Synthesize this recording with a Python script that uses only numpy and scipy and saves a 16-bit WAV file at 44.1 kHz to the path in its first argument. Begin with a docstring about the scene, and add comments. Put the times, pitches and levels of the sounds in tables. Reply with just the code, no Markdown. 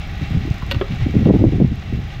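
"""Shaft hum, a low rumble and the hiss of wet clay on a motor-driven potter's wheel in an open yard come first.
Hum is a few sine harmonics; ticks at set angles of each turn, a ringing frame and clay rub are filtered noise.
Gusts of wind, bands and bursts of noise plus short swings, buffet the microphone, hardest past the middle.
Later a light tap, hard clacks and a hollow pot knock: noise cracks with decaying modes, scattered by the yard."""
import sys
import numpy as np
from scipy import signal
from scipy.fft import rfft, irfft
from scipy.io import wavfile
from scipy.ndimage import uniform_filter1d, minimum_filter1d

SR = 44100
rng = np.random.default_rng(int(sys.argv[2]) if len(sys.argv) > 2 else 0)


def transcribe(u):
    """Save the signal u as a 16-bit wav file named by the first command-line argument.

    u: samples, shape (n,) or (channels, n), limited to [-1, 1]; the rate is SR.
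    q: integer samples, one column per channel.
    """
    v = np.clip(np.atleast_2d(u).T, -1, 1)
    q = np.round(v * 32767).astype(np.int16)
    wavfile.write(sys.argv[1], SR, q)


N = 97020


def undb(db):
    """dB to amplitude."""
    return 10 ** (np.asarray(db) / 20)


def unit(x):
    """Scale to an RMS of 1."""
    return x / np.sqrt(np.mean(x ** 2))


def curve(rows):
    """Rows (s, value) joined by straight lines."""
    return np.interp(np.arange(N) / SR, *np.array(rows).T)


def butter(x, order, hz, kind="low"):
    """Butterworth filter."""
    return signal.sosfilt(signal.butter(order, hz, kind, fs=SR, output="sos"), x)


def colour(x, points):
    """Causal, minimum-phase filter through (Hz, dB) points, by folding the cepstrum."""
    hz, db = np.array(points).T
    size = 2 * len(x)
    f = np.maximum(np.fft.rfftfreq(size, 1 / SR), 1)
    gain = undb(np.interp(np.log(f), np.log(hz), db))
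    cepstrum = irfft(np.log(gain))[:len(x)]
    cepstrum[1:] *= 2
    response = np.exp(rfft(cepstrum, size))
    return irfft(rfft(x, size) * response)[:len(x)]


def resonate(x, hz, width_hz):
    """One resonance."""
    return signal.lfilter(*signal.iirpeak(hz, hz / width_hz, fs=SR), x)


def walk(rate_hz):
    """Slow random drift with an RMS near 1."""
    k = int(SR / rate_hz)
    steps = np.repeat(rng.standard_normal(N // k + 1), k)
    return unit(uniform_filter1d(uniform_filter1d(steps, k), k)[:N])


SHAFT_HZ = 24.715
# motor hum: shaft_multiple, level_db
HUM_HARMONICS = [(3, -38), (4, -45.5), (5, -45), (12, -61)]


def hum():
    """Harmonics of the shaft rate share one slightly wandering phase."""
    phase = 2 * np.pi * np.cumsum(SHAFT_HZ * (1 + 0.0018 * walk(3))) / SR
    out = np.zeros(N)
    for multiple, level_db in HUM_HARMONICS:
        start_phase = 2 * np.pi * rng.random()
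        out += undb(level_db) * np.sqrt(2) * np.sin(multiple * phase + start_phase)
    return out


# rough spots of the drive: angle_turns, strike_db
ROUGH_SPOTS = [(.07, -8), (.17, -8), (0.431, 6), (0.599, -12), (0.692, -5), (0.842, 3.5)]
TICK_SCATTER_DB, TICK_JITTER_S, TICK_DECAY_S = 2.4, 0.00037, 0.0006


def drive_contact():
    """Rough spots strike near the same angles each turn, unequally hard; each strike decays fast."""
    angle_turns, strike_db = np.array(ROUGH_SPOTS).T
    turns = np.arange(int(N / SR * SHAFT_HZ) + 1)[:, None]
    late, strength = rng.standard_normal((2, len(turns), len(angle_turns)))
    start_s = (turns + angle_turns) / SHAFT_HZ + TICK_JITTER_S * late
    at = (start_s * SR).astype(int)
    size = undb(strike_db + TICK_SCATTER_DB * np.clip(strength, -2, 2))
    heard = (at >= 0) & (at < N)
    pulses = np.bincount(at[heard], size[heard], N)
    return signal.lfilter([1], [1, -np.exp(-1 / (TICK_DECAY_S * SR))], pulses)


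# dry tick spectrum: freq_hz, gain_db
TICK_SPECTRUM = [(2000, 6), (5500, 11), (8000, 4), (10300, -33.5), (11500, 4.5), (13500, 2), (16000, 2.5)]
# tick level: time_s, level_db
TICK_LEVEL_DB = [(0, -59.5), (.5, -55.5), (.9, -61), (1.25, -59), (1.7, -62.5), (2.2, -61)]


def ticks(contact):
    """Each strike is a brief burst of noise."""
    return undb(curve(TICK_LEVEL_DB)) * unit(colour(contact * rng.standard_normal(N), TICK_SPECTRUM))


def rattle_envelope(contact):
    """Drive roughness: the level follows the strikes slightly and drifts at random."""
    pulse_level = signal.detrend(unit(uniform_filter1d(contact, size=180)))
    return unit(undb(0.25 * pulse_level + 1.06 * walk(45.14)))  # both factors in dB


# frame resonances: freq_hz, width_hz, level_db
FRAME_MODES = [(690, 90, 0), (811.5, 23, 5.5), (1226, 9.8, -3.5), (1950, 13, -3), (1922, 4.9, 5.5),
               (2280, 9.7, 4), (2360, 16, -12.5), (2712, 37, 6), (3200, 58, -10.5), (4890, 42, -5.5)]
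FRAME_DB = -45.5


def frame(rattle, load):
    """Rattling noise from the drive rings the frame's resonances, scaled by the clay load."""
    drive = rattle * rng.standard_normal(N)
    rings = [undb(level_db) * unit(resonate(drive, hz, width_hz)) for hz, width_hz, level_db in FRAME_MODES]
    return undb(FRAME_DB) * unit(load) * unit(sum(rings))


# wheel and wet clay rubbing: freq_hz, gain_db
RUB_SPECTRUM = [(200, 9.5), (500, -3), (780, 7), (930, -8.5), (1100, 0), (1650, 0), (2200, 3), (2900, -2),
                (3900, -3), (4550, -12), (5400, -13), (6800, -19), (8500, -39), (9600, -56), (10800, -54.5),
                (11500, -36), (13300, -35.5), (15800, -37)]
GRIT_DB, GRIT_SPREAD_DB, GRAINS_PER_S = -13.5, 2.7, 900


def rub(rattle, load):
    """Friction noise plus sparse grit grains of uneven size."""
    grain_gain = undb(GRIT_SPREAD_DB * np.minimum(rng.exponential(size=N), 4))
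    grit = (rng.random(N) < GRAINS_PER_S / SR) * rng.standard_normal(N) * grain_gain
    friction = rattle * rng.standard_normal(N)
    return load * unit(colour(friction + undb(GRIT_DB) * unit(grit), RUB_SPECTRUM))


# clay load on the wheel: time_s, rub_level_db
CLAY_LOAD_DB = [(0, -37), (.5, -36), (.9, -38), (1.01, -35), (1.1, -37), (1.3, -37), (1.5, -40.5),
                (1.85, -40), (2.2, -39.5)]


def wheel():
    """Shaft hum, ticking drive, ringing frame and gritty rub; one roughness drives frame and rub."""
    contact = drive_contact()
    rattle = rattle_envelope(contact)
    load = undb(curve(CLAY_LOAD_DB))
    return hum() + ticks(contact) + frame(rattle, load) + rub(rattle, load)


# treble of the wet slip: time_s, level_db
FIZZ_LEVEL_DB = [(0, -75), (.7, -72), (1.0, -70), (1.3, -66.5), (1.42, -68), (1.55, -74.5), (1.85, -70),
                 (2.2, -72)]
FIZZ_EDGE_HZ = 11500


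def fizz():
    """Tiny bubbles bursting in the slip under the fingers, as flickering high-passed noise."""
    spray = butter(rng.standard_normal(N), 4, FIZZ_EDGE_HZ, "high")
    return undb(curve(FIZZ_LEVEL_DB) + 1.5 * walk(120)) * unit(spray)


# motor rumble through the stand: freq_hz, gain_db
DRONE_SPECTRUM = [(15, -36.5), (28, -13), (55, -10.5), (80, 0), (125, -1.5), (185, -3), (240, -16),
                  (320, -27.5), (600, -46.5), (3000, -89)]
DRONE_DB = -34


def drone():
    """The motor shakes the stand: a low rumble of noise, its level partly evened out."""
    shake = colour(rng.standard_normal(2 * N), DRONE_SPECTRUM)[N:]
    power = uniform_filter1d(shake ** 2, size=1400)
    return undb(DRONE_DB) * unit(shake / power ** .3)


# slow swell of the wind: time_s, level_db
GUST_LEVEL_DB = [(0, -43), (.12, -35.5), (.2, -43), (.36, -24.5), (.45, -25), (.6, -38.5), (.75, -24.5),
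                 (.85, -39.5), (.98, -28.5), (1.15, -23.5), (1.3, -16), (1.45, -20), (1.55, -24),
                 (1.65, -17), (1.78, -35.5), (1.89, -29.5), (2.02, -26), (2.13, -47), (2.2, -25)]
# turbulence bands: centre_hz, breeze_db, growth_db_per_gust_db
TURBULENCE_BANDS = [(25.5, -17, 0.2), (41.4, -17.5, 0), (70.6, -7.5, 0.27), (112, -2.5, 0.82),
                    (164, -4.5, 1.43), (240.3, -17, 1.7), (340, -23, 0.5), (464.5, -30.5, 1.7),
                    (706, -40, 5.7), (1000, -46, 0)]
BREEZE_DB, WIND_FLICKER_DB = -17.5, 2
WIND_STEADY = 0.46  # 0 leaves each band's swells, 1 flattens them


def wind():
    """Turbulence on the microphone: bands of noise, each growing with the gust at its own rate."""
    gust_db = curve(GUST_LEVEL_DB) - BREEZE_DB + WIND_FLICKER_DB * walk(70)
    out = np.zeros(N)
    for hz, breeze_db, growth in TURBULENCE_BANDS:
        band = butter(rng.standard_normal(2 * N), 3, [hz / 1.334, hz * 1.291], "band")[N:]
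        swell = np.sqrt(uniform_filter1d(band ** 2, size=1500))
        out += unit(band / swell ** WIND_STEADY) * undb(BREEZE_DB + breeze_db + growth * gust_db)
    return out


# wind buffets: start_s, hold_s, level_db, upper_edge_hz
WIND_BUFFETS = [(.213, 0.024, -19, 185), (.305, .035, -20, 188), (.347, 0.034, -16, 171),
                (.449, .01, -21, 281), (0.475, 0.0086, -21.5, 260), (0.628, 0.0081, -19.5, 138),
                (.73, 0.046, -22.5, 205), (0.901, .05, -20.5, 170), (1.011, 0.034, -15, 111),
                (1.06, 0.011, -17, 248), (1.086, .018, -22.5, 282), (1.138, 0.019, -16.5, 324),
                (1.162, 0.034, -13.5, 227), (1.205, 0.03, -15.5, 250), (1.257, 0.023, -11, 400),
                (1.287, 0.023, -8, 400), (1.312, .016, -10.5, 170.6), (1.338, 0.028, -11.5, 382),
                (1.393, 0.0145, -22.5, 530), (1.412, 0.017, -10.5, 280), (1.437, 0.018, -10, 350),
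                (1.465, 0.024, -9, 239), (1.522, 0.042, -17.5, 287), (1.578, 0.011, -19, 280),
                (1.599, .025, -11.5, 368), (1.644, 0.0071, -14, 375), (1.709, 0.02, -20, 191),
                (1.924, 0.031, -18, 190), (1.969, 0.028, -25, 260)]
BUFFET_ATTACK_S, BUFFET_RELEASE_S, BUFFET_WIDTH_OCTAVES = 0.0015, 0.0046, 1.73


def buffets():
    """Bursts of turbulence catch the microphone suddenly, hold a moment and let go."""
    t = np.arange(SR // 4) / SR
    out = np.zeros(N + len(t))
    for start_s, hold_s, level_db, hz in WIND_BUFFETS:
        swirl = butter(rng.standard_normal(2 * len(t)), 4, hz)
        swirl = butter(swirl, 2, hz / 2 ** BUFFET_WIDTH_OCTAVES, "high")[len(t):]
        swirl = swirl / np.sqrt(uniform_filter1d(swirl ** 2, size=700))
        release = np.exp(-np.maximum(t - hold_s, 0) / BUFFET_RELEASE_S)
        shape = np.minimum(t / BUFFET_ATTACK_S, 1) * release
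        at = int(start_s * SR)
        out[at:at + len(t)] += undb(level_db) * shape * swirl
    return out[:N]


# single eddies thumping the microphone: start_s, level_db, swing_hz
WIND_EDDIES = [(0.348, -7, 135), (.372, -5.5, 83), (0.509, -6.5, 116), (.763, -6, 97.5),
               (1.066, -10.5, 213), (1.165, 0, 164), (1.224, -8.5, 150), (1.261, 0, 252), (1.296, -1, 220),
               (1.309, -3.5, 160), (1.338, -7, 180), (1.44, -2, 260), (1.601, -10, 302), (1.619, -8, 200),
               (1.646, -6, 204)]
EDDY_CYCLES = 0.37  # from onset to envelope peak


def eddies():
    """Each eddy is a short swing of pressure that dies within a couple of cycles."""
    out = np.zeros(N)
    for start_s, level_db, hz in WIND_EDDIES:
        cycles = np.maximum(np.arange(N) / SR - start_s, 0) * hz
        age = cycles / EDDY_CYCLES
        out += undb(level_db) * age * np.exp(1 - age) * np.sin(2 * np.pi * cycles)
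    return out


WIND_SKEW = 0.21  # strong pushes come out sharper than pulls


def air():
    """All wind on the microphone; a squared term makes pressure grow faster than flow."""
    flow = wind() + buffets() + eddies()
    return flow + WIND_SKEW * butter(flow ** 2, 2, 250, "high")


CONTACT_S = 0.0014


def blows(events, modes, crack_spectrum, crack_t60_s, ring_db):
    """Every blow is a short crack and the ring of the struck body; softer contacts are duller."""
    t = np.arange(SR // 2) / SR
    ring = np.zeros(len(t))
    for hz, mode_db, t60_s in modes:
        decay = np.exp(-np.log(1000) * t / t60_s)
        ring += undb(mode_db + ring_db) * decay * np.sin(2 * np.pi * hz * t)
    out = np.zeros(N + len(t))
    for start_s, level_db, edge_hz in events:
        crack = unit(colour(rng.standard_normal(len(t)), crack_spectrum))
        crack = crack * np.exp(-np.log(1000) * t / crack_t60_s)
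        blow = (crack + ring) * np.minimum(t / CONTACT_S, 1)
        at = int(start_s * SR)
        out[at:at + len(t)] += undb(level_db) * butter(blow, 2, edge_hz)
    return out[:N]


# dull crack of a soft contact, for taps and knocks: freq_hz, gain_db
KNOCK_SPECTRUM = [(300, -5), (550, -4), (800, -3.5), (1400, -1.5), (2400, -6.5), (3400, -2), (4600, -25.5),
                  (9000, -55), (16000, -60)]
KNOCK_T60_S = 0.04
# light tap on fired clay: start_s, level_db, upper_edge_hz
TAP_EVENTS = [(.622, -31.5, 2500)]
# fired clay modes: freq_hz, mode_db, t60_s
FIRED_CLAY_MODES = [(1040, -1.5, 0.075), (1110, -1, 0.054), (1314, -6, .05)]


def taps():
    """A light tap rings a few modes of fired clay."""
    return blows(TAP_EVENTS, FIRED_CLAY_MODES, KNOCK_SPECTRUM, KNOCK_T60_S, ring_db=2)


# hard clacks: start_s, level_db, upper_edge_hz (lower for a softer contact)
CLACK_EVENTS = [(.7113, -16.5, 14000), (.7186, -20, 14000), (.7445, -27.5, 8000), (.8814, -34, 5020),
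                (.9193, -33, 3000), (1.0026, -35.5, 5000), (1.2535, -34.5, 4000), (1.822, -35.5, 5000),
                (2.1031, -36, 4000), (2.1455, -39, 4500)]
# modes of the hard body: freq_hz, mode_db, t60_s
HARD_BODY_MODES = [(551, -2, .07), (975, -1.5, 0.033), (1183, -4, 0.066), (1505, -0.5, 0.034),
                   (1885, -1.5, .045), (2760, -0.5, 0.032), (2847, -3, .045), (3433, -1.5, 0.03),
                   (3840, -5, .04), (4408, -8, .04)]
# crack of the hard contact: freq_hz, gain_db
CLACK_SPECTRUM = [(300, 1), (1200, 0), (4200, 7), (5500, -9), (8000, -18.5), (10300, -34.5), (13000, -6),
                  (16000, -22)]


def clacks():
    """Hard contacts with a bright crack and a short ring."""
    return blows(CLACK_EVENTS, HARD_BODY_MODES, CLACK_SPECTRUM, crack_t60_s=0.028, ring_db=-4)


# knock on a pot, then its softer settling contact: start_s, level_db, upper_edge_hz
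KNOCK_EVENTS = [(.8118, -20.5, 4200), (.8198, -22.5, 1500)]
# hollow pot modes: freq_hz, mode_db, t60_s
HOLLOW_POT_MODES = [(383, 13.5, 0.039), (406, 4, 0.099), (540, 7, 0.077), (1086, -4.5, 0.052),
                    (1222, -2, 0.04), (1554, -10, 0.044), (1667, -2.5, 0.075), (2625, -16.5, .06),
                    (3200, 3, .015)]


def knocks():
    """A hollow pot rings mainly in its low modes, then settles with a second, soft contact."""
    return blows(KNOCK_EVENTS, HOLLOW_POT_MODES, KNOCK_SPECTRUM, KNOCK_T60_S, ring_db=-3.5)


YARD_GAIN, YARD_T60_S, YARD_GAP_S = 0.1262, 0.41, 0.008  # gain: about -18 dB


def yard(x):
    """Short, dull scatter from walls and stacked pots: convolution with a decaying noise tail."""
    t = np.arange(SR // 2) / SR
    noise = resonate(rng.standard_normal(len(t)), 1300, 2500)
    tail = noise * np.exp(-np.log(1000) * t / YARD_T60_S) * (t > YARD_GAP_S)
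    return x + YARD_GAIN * signal.fftconvolve(x, tail / np.linalg.norm(tail))[:N]


def scene():
    """Wheel, slip, motor and wind throughout; only the blows are scattered by the yard."""
    struck = yard(taps() + clacks() + knocks())
    return (wheel() + fizz() + drone() + air() + struck)[None]


def record(dry):
    """A limiter holds the strongest peaks under full scale; a steep low-pass cuts the top."""
    ceiling, top_hz = .95, 15750
    needed_gain = ceiling / np.maximum(abs(dry), ceiling)
    gain = uniform_filter1d(minimum_filter1d(needed_gain, size=600), size=300)
    limited = dry * uniform_filter1d(gain, size=300)
    return signal.sosfilt(signal.ellip(10, .2, 80, top_hz, fs=SR, output="sos"), limited)


dry = scene()
out = record(dry)
transcribe(out)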